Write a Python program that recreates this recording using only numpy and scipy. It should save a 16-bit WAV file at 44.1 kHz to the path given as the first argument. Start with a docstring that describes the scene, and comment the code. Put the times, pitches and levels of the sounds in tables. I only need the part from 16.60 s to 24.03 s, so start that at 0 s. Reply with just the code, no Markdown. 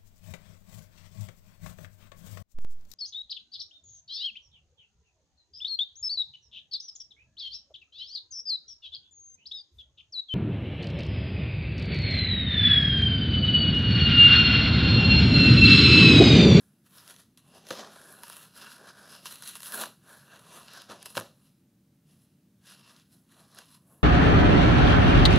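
"""A foam sponge crackles as two hands pull off its scouring layer, close by, above a wooden table.
With each tug of the fingers thousands of tiny cells break, and now and then a tough fibre snaps.
These impulses excite the foam, the scouring pad and the air pocket between the cupped hands.
A few jerks set the table ringing. The room adds a short reverberation and a low, steady rumble."""
import sys
import numpy as np
from scipy import signal
from scipy.fft import rfft, irfft
from scipy.io import wavfile
from scipy.ndimage import uniform_filter1d

SR = 44100
rng = np.random.default_rng(int(sys.argv[2]) if len(sys.argv) > 2 else 0)


def pcm_store(signal):
    """Save signal as 16-bit PCM."""
    levels = np.round(np.clip(np.atleast_2d(signal), -1, 1) * 32767)
    wavfile.write(sys.argv[1], SR, levels.astype(np.int16).T)


N = 327663

# Noise of the still room. Each row: frequency in Hz, relative spectral level in dB.
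AIR_SPECTRUM = [(15, -45), (25, -38.5), (116, -9.5), (161, -7.5), (189, -5), (228, -9.5), (247, -15),
                (342, -17), (370, -24), (512, -36.5), (586, -25.5), (635, -41), (831, -38), (8680, -43.5),
                (15700, -42.5)]
# Faint tones in the rumble. Each row: frequency in Hz, level in dB.
HUM_TONES = [(145.3, -71), (258.4, -74), (452.2, -85), (592.2, -98), (791.3, -106)]
# Reverberation of the room. Each row: frequency in Hz, time to decay by 60 dB in seconds.
ROOM_DECAY = [(200, 0.5), (1400, 0.083), (4000, 0.39), (10000, 0.37)]
# Modes of the table. Each row: frequency in Hz, relative level in dB, time to decay by 60 dB in seconds.
TABLE_MODES = [(179.6, -11.5, 0.25), (344, -3, 0.092), (513, -1.5, 0.1046), (544, 0, 0.13),
               (633, -3, 0.068)]
# Jerks that jolt hands and table. Each row: start in seconds, ring level in dB, deep push level in dB.
JOLTS = [(1.106, -43, -52), (1.110, -35.5, -64), (4.297, -48.5, -56), (4.57, -33, -45), (4.575, -49, -35.5),
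         (4.611, -45, -68)]
# The four bands of the sponge's sound. Each row: frequency in Hz, relative spectral level in dB.
BODY_SPECTRUM = [(120, -55.5), (200, 0), (317, -6.5), (355, -1.5), (492, -2.5), (594, 1), (900, -4.5),
                 (1170, -48.5), (1980, -120)]  # squeezed foam
HOLLOW_SPECTRUM = [(470, -38), (800, -17), (946, 3), (1240, -2), (1340, -2), (1750, 0.5), (2100, -30.5),
                   (2300, -13), (2990, -36), (5060, -120)]  # air pocket between hands and foam
SCRATCH_SPECTRUM = [(1120, -38.5), (1900, 0), (2110, -10.5), (2500, -5.5), (2750, 3.5), (2980, -1),
                    (3220, -0.5), (3760, 0), (4080, 2.5), (4630, -4.5), (5020, 0), (5410, -3.5),
                    (6330, -5.5), (6870, -9), (8500, -18.5), (11000, -40), (18700, -120)]  # fibres
FIZZ_SPECTRUM = [(4410, -31), (7500, -7.5), (9080, -6), (10000, 3), (10500, 3), (13000, -6.5),
                 (15700, -15.5)]  # fine treble
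# Resonances of the scouring pad. Each row: frequency in Hz, bandwidth in Hz.
PAD_RESONANCES = [(2780, 440), (4080, 200), (5100, 830), (6260, 150)]
# Tough fibres that snap. Each row: start in seconds, level in dB, thud and fizz adjustments in dB.
LOUD_SNAPS = [(0.4777, -36.5, -11, -1), (0.5633, -38, -15, -9), (0.7745, -45, -13, 4),
              (1.0687, -37.5, -12, -6), (1.1061, -22, -5, -12), (1.1095, -25.5, 0, -9),
              (1.2471, -36, -3, -21), (1.5254, -53, 4, 17.5), (1.6344, -33, 5, 2.5), (1.6817, -41, -4, 8),
              (1.6992, -36.5, 2, 7), (1.7679, -37, -19, 5.5), (2.6571, -28.5, -3.5, -3),
              (2.71, -35, -3.5, -3), (2.7571, -36, -21, 6), (2.8233, -34.5, -3, 4),
              (2.8362, -31.5, -13, -15), (2.8761, -27.5, -16, 1), (2.9547, -32, -2.5, 3),
              (3.0048, -34, -5, 3), (3.0211, -34, -16, 1), (3.0315, -31, -9, -1), (3.0695, -36, -6, 8),
              (3.122, -29, -10, 7), (3.1539, -34, -5, 10), (3.2129, -26.5, -1, 5), (3.2232, -35, -6, 11),
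              (3.2367, -27, 1.5, -2), (3.2574, -31.5, -1, 1), (4.0827, -33.5, -23, -16),
              (4.2992, -37.5, 2, -16), (4.4279, -33.5, -10, 2), (4.4585, -30.5, -4.5, 4.5),
              (4.553, -29.5, -3.5, -7), (4.5645, -33.5, -2.5, 0), (4.5701, -17, -4, -11),
              (4.5753, -25, 3, -4.5), (4.5776, -19.5, 2, -9), (4.5921, -32.5, -1.5, 0),
              (4.5978, -31.5, 1, -3.5), (4.5993, -33.5, -4, 7), (4.6098, -31, 4.5, -13),
              (6.364, -44, -15, -12), (6.9479, -49.5, 1, 7), (6.9873, -34.5, -4, 2.5)]
# Tugs and rubs of the fingers. Each row: peak time, rise time and fall time in seconds,
# scratch level in dB, then foam squeeze and fizz levels in dB relative to the scratch.
TUGS = [(0.0, .1, 0.23, -75, -1.5, 7.5), (0.264, 0.021, 0.043, -65.5, -18, -2.5),
        (0.372, 0.1, 0.23, -57.5, -10.5, -1.5), (0.505, 0.076, 0.072, -52, -8.5, -2),
        (0.599, 0.068, 0.062, -58, -10.5, -0.5), (0.777, 0.0059, 0.049, -61.5, -19, 2.5),
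        (0.88, 0.089, 0.12, -69.5, -0.5, 3), (0.965, .1, 0.098, -60, 1.5, -3),
        (1.09, 0.046, .05, -53.5, -27, -3), (1.112, 0.016, 0.13, -44.5, -3, -8.5),
        (1.19, 0.17, 0.17, -47, -1, -16), (1.364, 0.12, 0.26, -57.5, -5, -2.5),
        (1.5, 0.34, 0.42, -63, 3.5, 6.5), (1.636, 0.023, 0.069, -57, -19, 2),
        (1.72, 0.15, 0.18, -55, -10, 1), (1.83, 0.2, 0.068, -57, -7, 3), (1.975, 0.046, .15, -56, -6, 3),
        (2.03, 0.1, 0.18, -53, -10, -9), (2.12, 0.17, 0.16, -55.5, -23, -2.5),
        (2.235, 0.13, 0.11, -67.5, 11.5, -6), (2.295, 0.11, 0.039, -54.5, -11, -5.5),
        (2.4, 0.23, 0.66, -60, -2, -2.5), (2.527, 0.089, 0.12, -54, -8, 0),
        (2.666, 0.031, 0.067, -44.5, -17, -1.5), (2.72, 0.075, 0.13, -50.5, -14, 1),
        (2.824, 0.031, .15, -57, -13, -3), (2.886, 0.089, 0.09, -46, -17.5, 3),
        (2.961, 0.027, 0.047, -47.5, -15.5, -1), (3.068, 0.075, 0.1, -47, -15.5, 4.5),
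        (3.146, 0.049, 0.078, -45, -5, 6), (3.22, .11, 0.055, -39.5, -1, 1.5),
        (3.265, 0.086, .09, -54.5, -2, -22), (3.502, 0.088, 0.26, -58.5, -3, 1),
        (3.744, 0.12, 0.15, -59, -0.5, -8.5), (3.971, 0.22, 0.12, -53.5, -3, 0),
        (4.178, 0.27, 0.15, -52, -7, -8), (4.304, 0.025, .1, -47.5, 1, -11),
        (4.422, 0.074, .06, -58.5, -3, -6), (4.462, 0.018, 0.023, -51, -2, 3),
        (4.5, .1, 0.12, -59, -6.5, 5.5), (4.56, .015, .03, -50, -8, 5), (4.575, .015, 0.034, -40, 2.5, -2),
        (4.615, .06, .1, -52.5, 1, -11), (4.859, 0.21, 0.15, -74.5, -4.5, 3),
        (5.5, .06, 0.24, -72.5, -5.5, 1.5), (5.63, 0.15, 0.082, -78, -14, 6),
        (6.075, 0.048, 0.11, -56.5, -16, -4), (6.12, .08, 0.061, -54.5, -12.5, -1.5),
        (6.2, 0.087, .06, -67, -4, -1.5), (6.301, .13, .11, -58.5, -8.5, -7),
        (6.39, .15, 0.09, -64, -17.5, -4.5), (6.528, 0.047, 0.16, -71.5, -5.5, 5),
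        (6.722, 0.056, 0.21, -64.5, -20, -2), (6.797, 0.076, 0.17, -65.5, 2, 0),
        (6.99, 0.1, 0.09, -55.5, -5, -3.5), (7.151, 0.23, 0.057, -65.5, -19, 4.5),
        (7.316, 0.12, 0.2, -79, 12.5, 12.5)]
# How the hands cup the sponge. Each row: time in seconds, resonance of the hollow in Hz,
# gain of the hollow in dB, gain of the top treble in dB.
GRIP = [(0.0, 1570, 5, -2), (0.35, 1310, 1.5, 8), (0.55, 1404, -1.5, -1), (0.93, 1030, 0, -8),
        (1.11, 1400, -3.5, 3), (1.2, 1050, -0.5, 4), (1.4, 1510, 4, -8), (1.6, 1510, 6.5, 0),
        (1.72, 1280, 3.5, 4), (2.0, 1440, 5, 1), (2.4, 1500, 7, -7), (2.68, 1300, 0.5, 3),
        (2.9, 1410, -0.5, -2), (3.14, 1590, 5.5, 5), (3.26, 1200, 1, 1), (3.45, 1500, 7, -1),
        (3.75, 1560, 5, 3), (3.9, 1000, 2, -7), (4.18, 1520, 4, 2), (4.42, 1070, -1, -8.5),
        (4.58, 1256, 1, 3), (5.5, 1150, -5, -1.5), (6.08, 1640, 0, -5), (6.25, 1040, 2, -4),
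        (6.5, 1490, -2, 2), (6.8, 1140, 3, -5), (7.0, 1200, 0.5, -5), (7.15, 1040, 5, -2),
        (7.43, 1140, 6, 7)]


def gain_of(db):
    """Amplitude grows tenfold for every 20 dB."""
    return 10 ** (np.asarray(db) / 20)


def unit_rms(x):
    """Normalisation to a mean power of 1."""
    return x / np.sqrt(np.mean(x ** 2) + 1e-20)


def curve_at(points, hz):
    """Interpolation along a logarithmic frequency axis."""
    f, value = np.transpose(points)
    return np.interp(np.log(hz + 1), np.log(f + 1), value)


def drift(samples):
    """Smoothing white noise leaves a slow random fluctuation, scaled to rms 1."""
    return unit_rms(uniform_filter1d(uniform_filter1d(rng.standard_normal(N), samples), samples))


def excite(drive, spectrum):
    """Convolution with a minimum-phase impulse response of unit energy and the given spectrum."""
    hz = abs(np.fft.fftfreq(8192, 1 / SR)) + 1
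    octaves_below = np.maximum(np.log2(spectrum[0][0] / hz), 0)
    octaves_above = np.maximum(np.log2(hz / spectrum[-1][0]), 0)
    db = curve_at(spectrum, hz) - 40 * (octaves_below + octaves_above)
    log_gain = np.log(gain_of(np.maximum(db, -80)))
    response = np.fft.ifft(np.exp(log_gain - 1j * signal.hilbert(log_gain).imag)).real[:2048]
    return signal.oaconvolve(drive, response / np.linalg.norm(response))[:N]


def room_rumble(noise_db=-65):
    """Spectrally shaped noise gives rumble and hiss; faint tones waver in amplitude and phase."""
    hz, t = np.fft.rfftfreq(N, 1 / SR), np.arange(N) / SR
    noise = irfft(rfft(rng.standard_normal(N)) * gain_of(curve_at(AIR_SPECTRUM, hz)), N)
    tones = sum(gain_of(db + 2 * drift(3000)) * np.sin(2 * np.pi * f * t + 2 * drift(4000))
                for f, db in HUM_TONES)
    return gain_of(noise_db) * unit_rms(noise) + tones


def reverberation(x, level_db=-14.5):
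    """Reflections of random sign decay exponentially, each frequency band at its own rate."""
    reflections, at = np.zeros(SR // 2), np.arange(200, SR // 2 - 20, 20)
    reflections[at + rng.integers(0, 20, len(at))] = rng.choice([-1., 1.], len(at))
    hz, t, bands = signal.stft(reflections, SR, nperseg=256)
    decay = gain_of(-60 * t / curve_at(ROOM_DECAY, hz)[:, None])
    tail = signal.istft(bands * decay, SR, nperseg=256)[1]
    return gain_of(level_db) * signal.oaconvolve(x, tail / np.linalg.norm(tail))[:N]


def table_jolts(push_hz=110, push_t60_s=0.14):
    """Impulse excitation: each jerk rings the damped modes of the table and gives one deep push."""
    t, blows = np.arange(6000) / SR, np.zeros((2, N))
    for start, *levels_db in JOLTS:
        blows[:, round(start * SR)] = gain_of(levels_db)
    knock = sum(gain_of(db - 60 * t / t60) * np.sin(2 * np.pi * hz * t) for hz, db, t60 in TABLE_MODES)
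    push = gain_of(-60 * t / push_t60_s) * np.sin(2 * np.pi * push_hz * t)
    vibration = signal.oaconvolve(blows[0], knock)[:N] + signal.oaconvolve(blows[1], push)[:N]
    # the high-pass keeps the knocks tight, without offset or low boom
    return signal.sosfilt(signal.butter(3, 100, "high", fs=SR, output="sos"), vibration)


def tug_levels(swell_db=20, rounding=1.043):
    """Incoherent sources add in power. Returns scratch in dB, and squeeze and fizz relative to it."""
    t = np.arange(0, N + 64, 32) / SR
    peak, rise, fall, peak_db, squeeze_db, fizz_db = np.transpose(TUGS)[:, :, None]
    # an exponent above 1 rounds the top and steepens the flanks
    tug_db = peak_db - swell_db * np.maximum((peak - t) / rise, (t - peak) / fall) ** rounding
    rest_db, rest_squeeze_db, rest_fizz_db = -92.5, 5, 2.7  # fingers that only hold the sponge
    levels = []
    for tug_offset, rest_offset in ((0, 0), (squeeze_db, rest_squeeze_db), (fizz_db, rest_fizz_db)):
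        power = (gain_of(tug_db + tug_offset) ** 2).sum(0) + gain_of(rest_db + rest_offset) ** 2
        levels.append(np.interp(np.arange(N) / SR, t, 10 * np.log10(power)))
    scratch, squeeze, fizz = levels
    return scratch, squeeze - scratch, fizz - scratch


def fibre_snaps(rows, run_t60_s=0.01):
    """Sudden fracture: one sharp pulse and a dying run of smaller breaks excite all four bands."""
    t, drives = np.arange(1500) / SR, np.zeros((4, N + 1500))
    for start, db, thud_db, fizz_db in rows:
        noise, sizes = rng.standard_normal((2, len(t)))
        run = 0.21 * noise * abs(sizes) * gain_of(-60 * t / run_t60_s)
        run[0] = 1
        band_db = db + np.array([thud_db - 6, thud_db + 8.5, 4.5, fizz_db + 3.5])
        at = round(start * SR)
        drives[:, at:at + len(t)] += gain_of(band_db)[:, None] * run
    return sum(map(excite, drives, (BODY_SPECTRUM, HOLLOW_SPECTRUM, SCRATCH_SPECTRUM, FIZZ_SPECTRUM)))


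def small_snaps(scratch_db, per_s=8, spread_db=4.5):
    """A Poisson process: lesser fibres give way at random moments, louder under a harder tug."""
    at = np.flatnonzero(rng.random(N) < per_s / SR)
    levels_db = [11.5, -10.5, -1.5] + spread_db * rng.standard_normal((N, 3))[at]  # level, thud, fizz
    levels_db[:, 0] += scratch_db[at]
    return fibre_snaps(np.column_stack([at / SR, levels_db]))


def air_pocket(x, hz, width_hz=274):
    """Cavity resonance: the air between hands and foam stresses a band that moves with the grip."""
    carrier = np.exp(2j * np.pi * np.cumsum(hz) / SR)
    pole = np.exp(-np.pi * width_hz / SR)
    baseband = signal.lfilter([1 - pole], [1, -pole], x / carrier)  # shift to 0 Hz and smooth
    resonance = 2 * (carrier * baseband).real
    return 0.44 * x + 0.73 * resonance


def scouring_pad(scratch):
    """Resonances of the pad come and go, each weighted by a slow random fluctuation."""
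    for hz, width in PAD_RESONANCES:
        resonator = signal.iirpeak(hz, hz / width, SR)
        scratch = scratch + 0.5 * drift(4600) * signal.lfilter(*resonator, scratch)
    return scratch


def hand_shadow(fizz, treble_db, split_hz=12300):
    """Acoustic shadowing: the shortest waves come through only when the hands do not cover the tear."""
    low, high = (signal.sosfiltfilt(signal.butter(4, split_hz, kind, fs=SR, output="sos"), fizz)
                 for kind in ("low", "high"))
    return low + gain_of(treble_db) * high


def breaking_cells(grain_db, per_s):
    """Shot noise: cells break at random, a few far larger than the rest. Local power stays near 1."""
    size = gain_of(grain_db * np.minimum(rng.exponential(1, N), 3))
    clicks = size * rng.standard_normal(N) * (rng.random(N) < per_s / SR)
    return clicks / np.sqrt(uniform_filter1d(clicks ** 2, 1500) + 1e-9)


def tearing_foam(scratch_db, squeeze_db, fizz_db, jerks_per_s=150, jerk_decay_s=0.003):
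    """Source and filter: clumps of breaking cells drive four bands with partly correlated impulses."""
    times, *columns = np.transpose(GRIP)
    hollow_hz, cupped_db, treble_db = (np.interp(np.arange(N) / SR, times, c) for c in columns)
    hollow_db = cupped_db + 0.31 * squeeze_db
    grain_db = np.clip(2 + 0.049 * (scratch_db + 53), 0.5, 5)  # harder pulls break larger cells
    # the tear advances in jerks that start at once and die away quickly
    onsets = rng.exponential(1, N) * (rng.random(N) < jerks_per_s / SR)
    jerks = signal.lfilter([1], [1, -np.exp(-1 / (jerk_decay_s * SR))], onsets)
    clumps_db = 0.73 * grain_db * np.minimum(unit_rms(jerks - jerks.mean()), 2.5)
    common = breaking_cells(grain_db, per_s=9000)

    def band(spectrum, offset_db, own):
        """Common and independent clicks add in power; own is the weight of the independent ones."""
        clicks = np.sqrt(1 - own ** 2) * common + own * breaking_cells(grain_db, per_s=12000)
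        level_db = scratch_db + offset_db + clumps_db + 1.05 * drift(700)
        return excite(clicks * gain_of(level_db), spectrum)

    body = band(BODY_SPECTRUM, squeeze_db, own=0.7)
    hollow = band(HOLLOW_SPECTRUM, hollow_db, own=0.6)
    scratch = band(SCRATCH_SPECTRUM, 0, own=0.5)
    fizz = band(FIZZ_SPECTRUM, fizz_db, own=0.6)
    return body + air_pocket(hollow, hollow_hz) + scouring_pad(scratch) + hand_shadow(fizz, treble_db)


def scene():
    """Superposition of direct sound, reverberation and rumble, the same in both channels."""
    scratch_db, squeeze_db, fizz_db = tug_levels()
    tear = tearing_foam(scratch_db, squeeze_db, fizz_db)
    direct = tear + fibre_snaps(LOUD_SNAPS) + small_snaps(scratch_db) + table_jolts()
    return np.tile(direct + reverberation(direct) + room_rumble(), (2, 1))


def record(dry, hiss_db=-81.5, cutoff_hz=15780):
    """Electronic self-noise adds faint hiss and rumble to each channel; a low-pass limits the band."""
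    hiss, noise = rng.standard_normal((2, *dry.shape))
    rumble = signal.lfilter(*signal.butter(1, 300, fs=SR), noise)
    noisy = dry + gain_of(hiss_db) * (hiss + 2.9 * rumble)
    low_pass = signal.firwin(1023, cutoff_hz, window=("kaiser", 9), fs=SR)
    return signal.oaconvolve(noisy, low_pass[None], "same")


dry = scene()
out = record(dry)
pcm_store(out)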